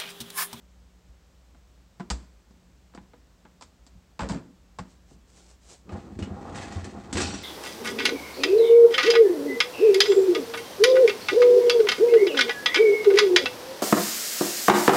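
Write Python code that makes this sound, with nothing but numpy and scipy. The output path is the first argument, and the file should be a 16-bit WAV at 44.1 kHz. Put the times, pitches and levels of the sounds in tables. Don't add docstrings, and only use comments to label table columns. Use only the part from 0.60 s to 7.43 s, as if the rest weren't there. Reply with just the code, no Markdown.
import sys
import numpy as np
from scipy import signal
from scipy.fft import rfft, irfft
from scipy.io import wavfile

SR = 44100
rng = np.random.default_rng(int(sys.argv[2]) if len(sys.argv) > 2 else 0)


def pcm_store(signal):
    levels = np.round(np.clip(np.atleast_2d(signal), -1, 1) * 32767)
    wavfile.write(sys.argv[1], SR, levels.astype(np.int16).T)


N = 301203

# [t/s, clack level/dB, thud level/dB, crack level/dB, struck spot f/Hz, rattle/s]
DOOR_BLOWS = [(0.948, -50, -59.5, -74, 700, 0.00081), (1.398, -32, -39, -49.5, 697, 0),
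              (1.405, -32.5, -39.5, -50, 355, 0.0047), (1.502, -28.5, -42, -22.5, 651, 0),
              (1.507, -21, -32, -27.5, 1253, 0), (1.908, -63, -54, -61, 324, 0),
              (2.338, -45, -61, -78, 517, 0), (2.349, -38.5, -46, -47, 695, 0.00068),
              (2.376, -36.5, -42.5, -66, 840, 0.001), (2.535, -43, -50, -78, 480, 0),
              (2.852, -40.5, -51.5, -67, 847, 0), (3.011, -39.5, -70, -44.5, 1015, 0.011),
              (3.023, -39, -52, -39, 1260, 0), (3.266, -51, -57, -49, 694, 0.0035),
              (3.593, -21, -35, -36, 865, .095), (3.689, -31, -53, -33, 1001, 0),
              (3.697, -24.5, -32, -35, 957, 0.092), (4.187, -26, -37, -40.5, 1084, 0),
              (4.190, -29, -39.5, -41, 840.7, 0), (4.512, -66, -45, -69, 327.3, 0)]
# [t/s, clack level/dB, thud level/dB, crack level/dB, struck spot f/Hz]
DRAWER_BLOWS = [(5.293, -37, -37.5, -68, 1224), (5.321, -46, -29, -58, 860), (5.59, -33.5, -23.5, -48, 330),
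                (5.625, -28.5, -47, -47, 2904), (5.957, -30, -45, -42.5, 508),
                (6.028, -35, -43, -46.5, 1700), (6.123, -36, -35.5, -45, 833),
                (6.244, -35.5, -41, -44, 1766), (6.528, -29.5, -29.5, -31, 1260),
                (6.556, -22.5, -49, -46, 730), (6.571, -17, -36, -31, 361), (6.581, -21, -34, -32.5, 1626),
                (6.604, -20, -27, -29.5, 370), (6.618, -30, -38, -29, 5950), (6.739, -27, -35, -44, 5860)]
# [t/s, level/dB, hardness/(dB per octave on the higher modes)]
DOOR_SHOVES = [(0.49, -34, -18), (1.508, -15.5, -27), (3.352, -39, 1.5), (3.615, -20.5, -1),
               (3.705, -25, 7), (4.188, -32, 8)]
# [t/s, level/dB, hardness/(dB per octave on the higher modes)]
TUB_JOLTS = [(5.325, -36.5, 1.5), (5.56, -36, -9), (5.612, -26, -8.5), (5.705, -31.5, -2.5),
             (6.157, -24.5, -14), (6.225, -35.5, -2), (6.545, -26, -10), (6.604, -40, 8)]
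# [t/s, roller level/dB, rail hiss level/dB]
ROLL = [(5.27, -55.5, -79), (5.33, -41.5, -59), (5.45, -50.5, -64.5), (5.57, -56, -68), (5.7, -47, -70),
        (5.8, -43, -61.5), (5.92, -40.5, -59), (5.97, -38.5, -46.5), (6.12, -43.5, -52), (6.33, -47.5, -59),
        (6.49, -45, -61.0)]
# [t/s, length/s, relative level/dB]
SCUFFS = [(4.228, 0.18, -60), (4.447, 0.13, -57.5), (4.62, 0.4, -51.5), (4.982, 0.26, -50.5)]
# [f/Hz, level before waver and microphone/dB]
HUM = [(53.5, -70.5), (59.8, -57.5), (132, -76), (177, -76), (181, -69)]

# [f/Hz, width/Hz, relative level/dB]
DOOR_MODES = [(187.6, 20, 11), (247, 47, -5), (332, 41, -9), (490, 23, 7.5), (640, 11, 7), (870, 54, -6),
              (1007, 31, 2.5), (1100, 160, -3), (2190, 23, -16.5), (2650, 640, 2), (4740, 610, 9.5),
              (7500, 210, 3)]
ROLLER_MODES = [(476, 77, 19), (692, 41, 15), (801.4, 19, 16.6), (1100, 15, 0.45), (1670, 19, 3.1),
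                (2270, 33, 1.3)]
BASKET_MODES = [(1460, 200, -2.5), (2500, 370, -2), (3030, 130, -3), (3630, 110, -8.5), (4030, 120, -5.5),
                (4460, 110, -3.5), (5160, 300, -2), (5760, 99, -3), (6280, 33, -52), (6780, 47, -37),
                (7400, 40, -13), (8050, 54, -10)]
TUB_MODES = [(88, 17.5, 10.6), (198.5, 11.3, 6.3), (269, 23, 0.76), (363.2, 32, 1.33)]
# [f/Hz, width/Hz, relative level/dB]
PANEL_MODES = [(59.9, 8.5, -3), (92, 21, -2), (174.7, 23, -4)]

# [f/Hz, relative level/dB]
THUD_SPECTRUM = [(60, -19), (130, -6.5), (190, -7), (260, -2.5), (340, -7.5), (480, -18.5), (900, -25.5),
                 (3000, -64)]
CLACK_SPECTRUM = [(150, -31), (400, -1.5), (850, 8), (1300, 4), (2300, -5.5), (4000, -15.5), (10000, -81)]
CRACK_SPECTRUM = [(600, -1.5), (1800, 0.5), (2800, 0.5), (5000, 1), (8000, 3.5), (16000, 1.5)]
STOP_SPECTRUM = [(150, -16), (400, 3.5), (850, -3.5), (1400, -4.5), (2400, -6), (4000, -13.5), (10000, -35)]
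# [f/Hz, relative level/dB]
RUMBLE_SPECTRUM = [(25, -30), (60, -6.5), (100, -8), (150, -10), (220, -1.5), (380, -8.5), (700, -27.5),
                   (3000, -83)]
ROLLER_SPECTRUM = [(150, 13), (400, -7.5), (850, 3.5), (1300, 3.5), (1850, -14), (2400, -28), (4000, -34),
                   (10000, -70)]
RAIL_SPECTRUM = [(600, -28), (1800, 10.5), (2600, 4.5), (4000, 0), (8000, -3.5), (16000, 2)]
CLOTH_SPECTRUM = [(100, 3), (400, 13.5), (1000, 4), (2000, -2), (4000, 1.5), (7500, 4), (11000, 7)]
# [f/Hz, relative level/dB]
MICROPHONE_SPECTRUM = [(20, -37), (45, -2.5), (8000, 3), (9000, -7.5), (10000, -15.5), (12000, -27),
                       (15000, -39)]
AIR_SPECTRUM = [(18, -40.5), (30, -13), (48, 6), (68, 3.5), (84, -1), (120, -10), (184, -8), (445, -17.5),
                (501, -16.5), (636, -19.5), (2310, -29), (7620, -34), (9000, -34.5), (11700, -85),
                (19800, -120)]

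AIR_DB, CUTOFF_HZ = -57.5, 15800
KITCHEN_T60_S, CLACK_T60_S = 0.43, 0.07
DRAWER_SNAP = 0.3
REBOUND_S, REBOUND_JITTER = 0.0125, 0.082
REBOUND_SPREAD_OCTAVES, REBOUND_SAG_OCTAVES = 0.2415, 0.198
REBOUND_DROP_DB = (3, 2.5, 0.5)
REBOUND_LOSS_DB = (2.25, 0.2, 3.5)
PULL_S, PULL_RISE_S, STOP_S, STOP_FALL_DB_PER_S = 5.24, 0.058, 6.53, 200
TUB_DB, TUB_FOLLOWS = -40.5, 0.08
SHAKE_RISE_S, SHAKE_HOLD_S, SHAKE_FALL_DB_PER_S = 0.041, 0.071, 49
SHAKE_DB = (-30.5, -36.5, -36.5)
BRIGHT_FROM_HZ, BRIGHT_DB, BRIGHT_FULL_DB = 2200, -2.5, -44.5


def from_db(db):
    return 10 ** (np.asarray(db) / 20)


def rms_one(x):
    return x / np.sqrt(np.mean(x ** 2) + 1e-20)


def drift(rate):
    steps = np.arange(N) / SR * rate
    return np.interp(steps, np.arange(4096), rng.standard_normal(4096))


def body(spectrum, modes=(), size=16384):
    hz = np.arange(size // 2 + 1) * SR / size
    points = np.array(spectrum)
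    broad = from_db(np.interp(np.log(hz + 1), np.log(points[:, 0]), points[:, 1]))
    resonances = sum(from_db(db) ** 2 / (1 + (2 * (hz - f) / width) ** 2) for f, width, db in modes)
    gain = broad * np.sqrt(1 + resonances)
    cepstrum = irfft(np.log(gain))
    folded = cepstrum * (1 + np.sign(size / 2 - np.arange(size)))
    response = irfft(np.exp(rfft(folded)))
    return response / np.linalg.norm(response)


def through(x, response):
    return signal.oaconvolve(x, response)[:N]


def highpass(x, hz):
    return signal.sosfilt(signal.butter(2, hz, "high", fs=SR, output="sos"), x)


def dying(t, t60):
    return np.exp(-np.log(1000) * t / t60)


def swell(start_s, rise_s, hold_s, fall_db_per_s):
    t = np.arange(N) / SR - start_s
    fall = from_db(-fall_db_per_s * np.maximum(t - rise_s - hold_s, 0))
    return np.clip(t / rise_s, 0, 1) * fall


def grains(per_s, spread_db):
    sizes = from_db(spread_db * np.minimum(rng.exponential(1, N), 4))
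    signed = sizes * rng.choice([-1, 1], N)
    return rms_one(signed * (rng.random(N) < per_s / SR))


def scatter(times, levels_db, t60, room_db, direct):
    out, t = np.zeros(N), np.arange(SR) / SR
    envelope = np.hypot(dying(t, t60), from_db(room_db) * dying(t, KITCHEN_T60_S))
    for s, db in zip(times, levels_db):
        start = int(s * SR)
        blow = envelope * rng.standard_normal(SR)
        blow[0] = direct * np.linalg.norm(blow)
        out[start:start + SR] += from_db(db) * blow[:N - start]
    return out


def swings(rows, rise_s):
    out = np.zeros(N)
    for s, hz, db, t60 in rows:
        start = int(s * SR)
        t = np.arange(min(SR, N - start)) / SR
        envelope = dying(t, t60) * (1 - np.exp(-t / rise_s))
        out[start:start + SR] += from_db(db) * np.sin(2 * np.pi * hz * t) * envelope
    return out


def clacks(blows, response, t60, room_db, spot_db, spot_t60, damping):
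    s, clack_db, _, _, _ = np.transpose(blows)
    spots = [(at, hz, db + spot_db, spot_t60 * (1000 / hz) ** damping) for at, db, _, _, hz in blows]
    whole = through(scatter(s, clack_db, t60, room_db, direct=0.46), response)
    return whole + swings(spots, rise_s=0.0023)


def cabinet(x, echo_db, t60):
    t = np.arange(SR // 4) / SR
    echoes = highpass(rng.standard_normal(len(t)) * dying(t, t60), 1200)
    echoes = echoes / np.linalg.norm(echoes)
    mixed = x + from_db(echo_db) * through(x, echoes)
    return mixed / np.hypot(1, from_db(echo_db))


def with_rebounds(blows, count=10):
    out = []
    chances = rng.standard_normal((len(blows), count, 2))
    for (s, *levels_db, hz, rattle_s), chance in zip(blows, chances):
        out.append((s, *levels_db, hz))
        rebounds = int(rattle_s / REBOUND_S)
        for k, (late, detune) in enumerate(chance[:max(rebounds, 0)]):
            at = s + REBOUND_S * (k + 1 + REBOUND_JITTER * late)
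            weaker_db = np.array(levels_db) - REBOUND_DROP_DB - k * np.array(REBOUND_LOSS_DB)
            octaves = REBOUND_SPREAD_OCTAVES * detune - REBOUND_SAG_OCTAVES * k
            out.append((at, *weaker_db, hz * 2 ** octaves))
    return out


def door():
    blows = with_rebounds(DOOR_BLOWS)
    s, _, thud_db, crack_db, _ = np.transpose(blows)
    thud = scatter(s, thud_db, t60=0.033, room_db=-13, direct=0.39)
    thud = from_db(6) * through(thud, body(THUD_SPECTRUM, DOOR_MODES))
    clack = from_db(-9.5) * clacks(blows, body(CLACK_SPECTRUM, DOOR_MODES), CLACK_T60_S, room_db=-18.5,
                                   spot_db=3, spot_t60=0.061, damping=1)
    crack = scatter(s, crack_db, t60=0.11, room_db=-18, direct=0.64)
    crack = from_db(-7.5) * through(crack, body(CRACK_SPECTRUM, DOOR_MODES))
    return cabinet(thud + clack + crack, echo_db=-14, t60=0.03)


def booms(shoves, modes, rise_s):
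    lowest_hz = modes[0][0]
    rows = []
    for s, db, hardness in shoves:
        for hz, width, mode_db in modes:
            level_db = db + mode_db + hardness * np.log2(hz / lowest_hz)
            rows.append((s, hz, level_db, np.log(1000) / (np.pi * width)))
    return swings(rows, rise_s)


def drawer_knocks():
    s, _, thud_db, crack_db, _ = np.transpose(DRAWER_BLOWS)
    thud = scatter(s, thud_db, t60=0.032, room_db=-2.5, direct=0.16)
    thud = from_db(-5) * through(thud, body(THUD_SPECTRUM, TUB_MODES))
    clack = from_db(-14) * clacks(DRAWER_BLOWS, body(STOP_SPECTRUM, BASKET_MODES), t60=0.13, room_db=-6.5,
                                  spot_db=6.5, spot_t60=0.1, damping=0.17)
    crack = scatter(s, crack_db, t60=0.13, room_db=-13, direct=DRAWER_SNAP)
    crack = from_db(1.5) * through(crack, body(CRACK_SPECTRUM, BASKET_MODES))
    return thud + clack + crack


def shaking():
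    return swell(STOP_S, SHAKE_RISE_S, SHAKE_HOLD_S, SHAKE_FALL_DB_PER_S)


def rolling_gains():
    s, *columns = np.transpose(ROLL)
    roller_db, hiss_db = [np.interp(np.arange(N) / SR, s, c) for c in columns]
    moving = swell(PULL_S, PULL_RISE_S, STOP_S - PULL_S - PULL_RISE_S, STOP_FALL_DB_PER_S)
    tub_db = TUB_DB + TUB_FOLLOWS * (roller_db - np.mean(columns[0]))
    shake = shaking()
    tub = moving * from_db(tub_db) + shake * from_db(SHAKE_DB[0])
    roller = moving * from_db(roller_db + 2.5) + shake * from_db(SHAKE_DB[1])
    return tub, roller, moving * from_db(hiss_db + 4)


def drawer_rolling():
    tub_gain, roller_gain, hiss_gain = rolling_gains()
    load = from_db(2.2 * drift(35))
    tub = tub_gain * load * grains(per_s=1500, spread_db=5)
    tub = from_db(-1.5) * through(tub, body(RUMBLE_SPECTRUM, TUB_MODES))
    rollers = roller_gain * load * grains(per_s=1200, spread_db=1)
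    rollers = from_db(-3) * through(rollers, body(ROLLER_SPECTRUM, ROLLER_MODES))
    treble = through(grains(per_s=990, spread_db=0.5), body(ROLLER_SPECTRUM))
    treble = highpass(treble, BRIGHT_FROM_HZ)
    brightness = np.minimum(roller_gain / from_db(BRIGHT_FULL_DB), 1)
    rollers = rollers + from_db(BRIGHT_DB) * brightness * roller_gain * load * treble
    catches = from_db(2.5 * drift(70))
    rails = hiss_gain * catches * grains(per_s=3000, spread_db=-0.5)
    return tub + rollers + from_db(0.5) * through(rails, body(RAIL_SPECTRUM))


def basket(ring_db):
    shake = from_db(SHAKE_DB[2]) * shaking()
    chatter = through(shake * grains(per_s=2000, spread_db=1.5), body(CRACK_SPECTRUM))
    wires = np.zeros(N)
    for hz, width, db in BASKET_MODES:
        hits = grains(per_s=180, spread_db=2) + 1e-18
        resonator = signal.iirpeak(hz, hz / width, fs=SR)
        wires += from_db(db) * rms_one(signal.lfilter(*resonator, hits))
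    return from_db(-4) * chatter + from_db(ring_db) * shake * rms_one(wires)


def sleeve():
    t = np.arange(N) / SR
    strokes = sum(from_db(db) * np.sin(np.pi * np.clip((t - s) / length, 0, 1)) ** 2
                  for s, length, db in SCUFFS)
    catches = from_db(3.2 * drift(40))
    return through(strokes * catches * grains(per_s=6400, spread_db=3.5), body(CLOTH_SPECTRUM))


def background(waver_db, wander_rad):
    t = np.arange(N) / SR
    hum = np.zeros(N)
    for hz, db in HUM:
        level = np.sqrt(2) * from_db(db + waver_db * drift(5))
        hum += level * np.sin(2 * np.pi * hz * t + wander_rad * drift(1.21))
    return hum + from_db(AIR_DB) * through(rng.standard_normal(N), body(AIR_SPECTRUM))


def scene():
    drawer = drawer_knocks() + drawer_rolling() + basket(ring_db=-2)
    drawer = cabinet(drawer, echo_db=-10, t60=0.13)
    panels = booms(DOOR_SHOVES, PANEL_MODES, rise_s=0.0035) + booms(TUB_JOLTS, TUB_MODES, rise_s=0.0088)
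    mix = door() + drawer + panels + sleeve() + background(waver_db=3, wander_rad=1)
    return mix[None]


def record(dry):
    sound = from_db(-2.5) * through(dry[0], body(MICROPHONE_SPECTRUM))
    sound = sound + from_db(-77.5) * rng.standard_normal(N)
    band_limit = signal.ellip(12, 0.1, 80, CUTOFF_HZ, fs=SR, output="sos")
    return signal.sosfilt(band_limit, sound)[None]


dry = scene()
out = record(dry)
pcm_store(out)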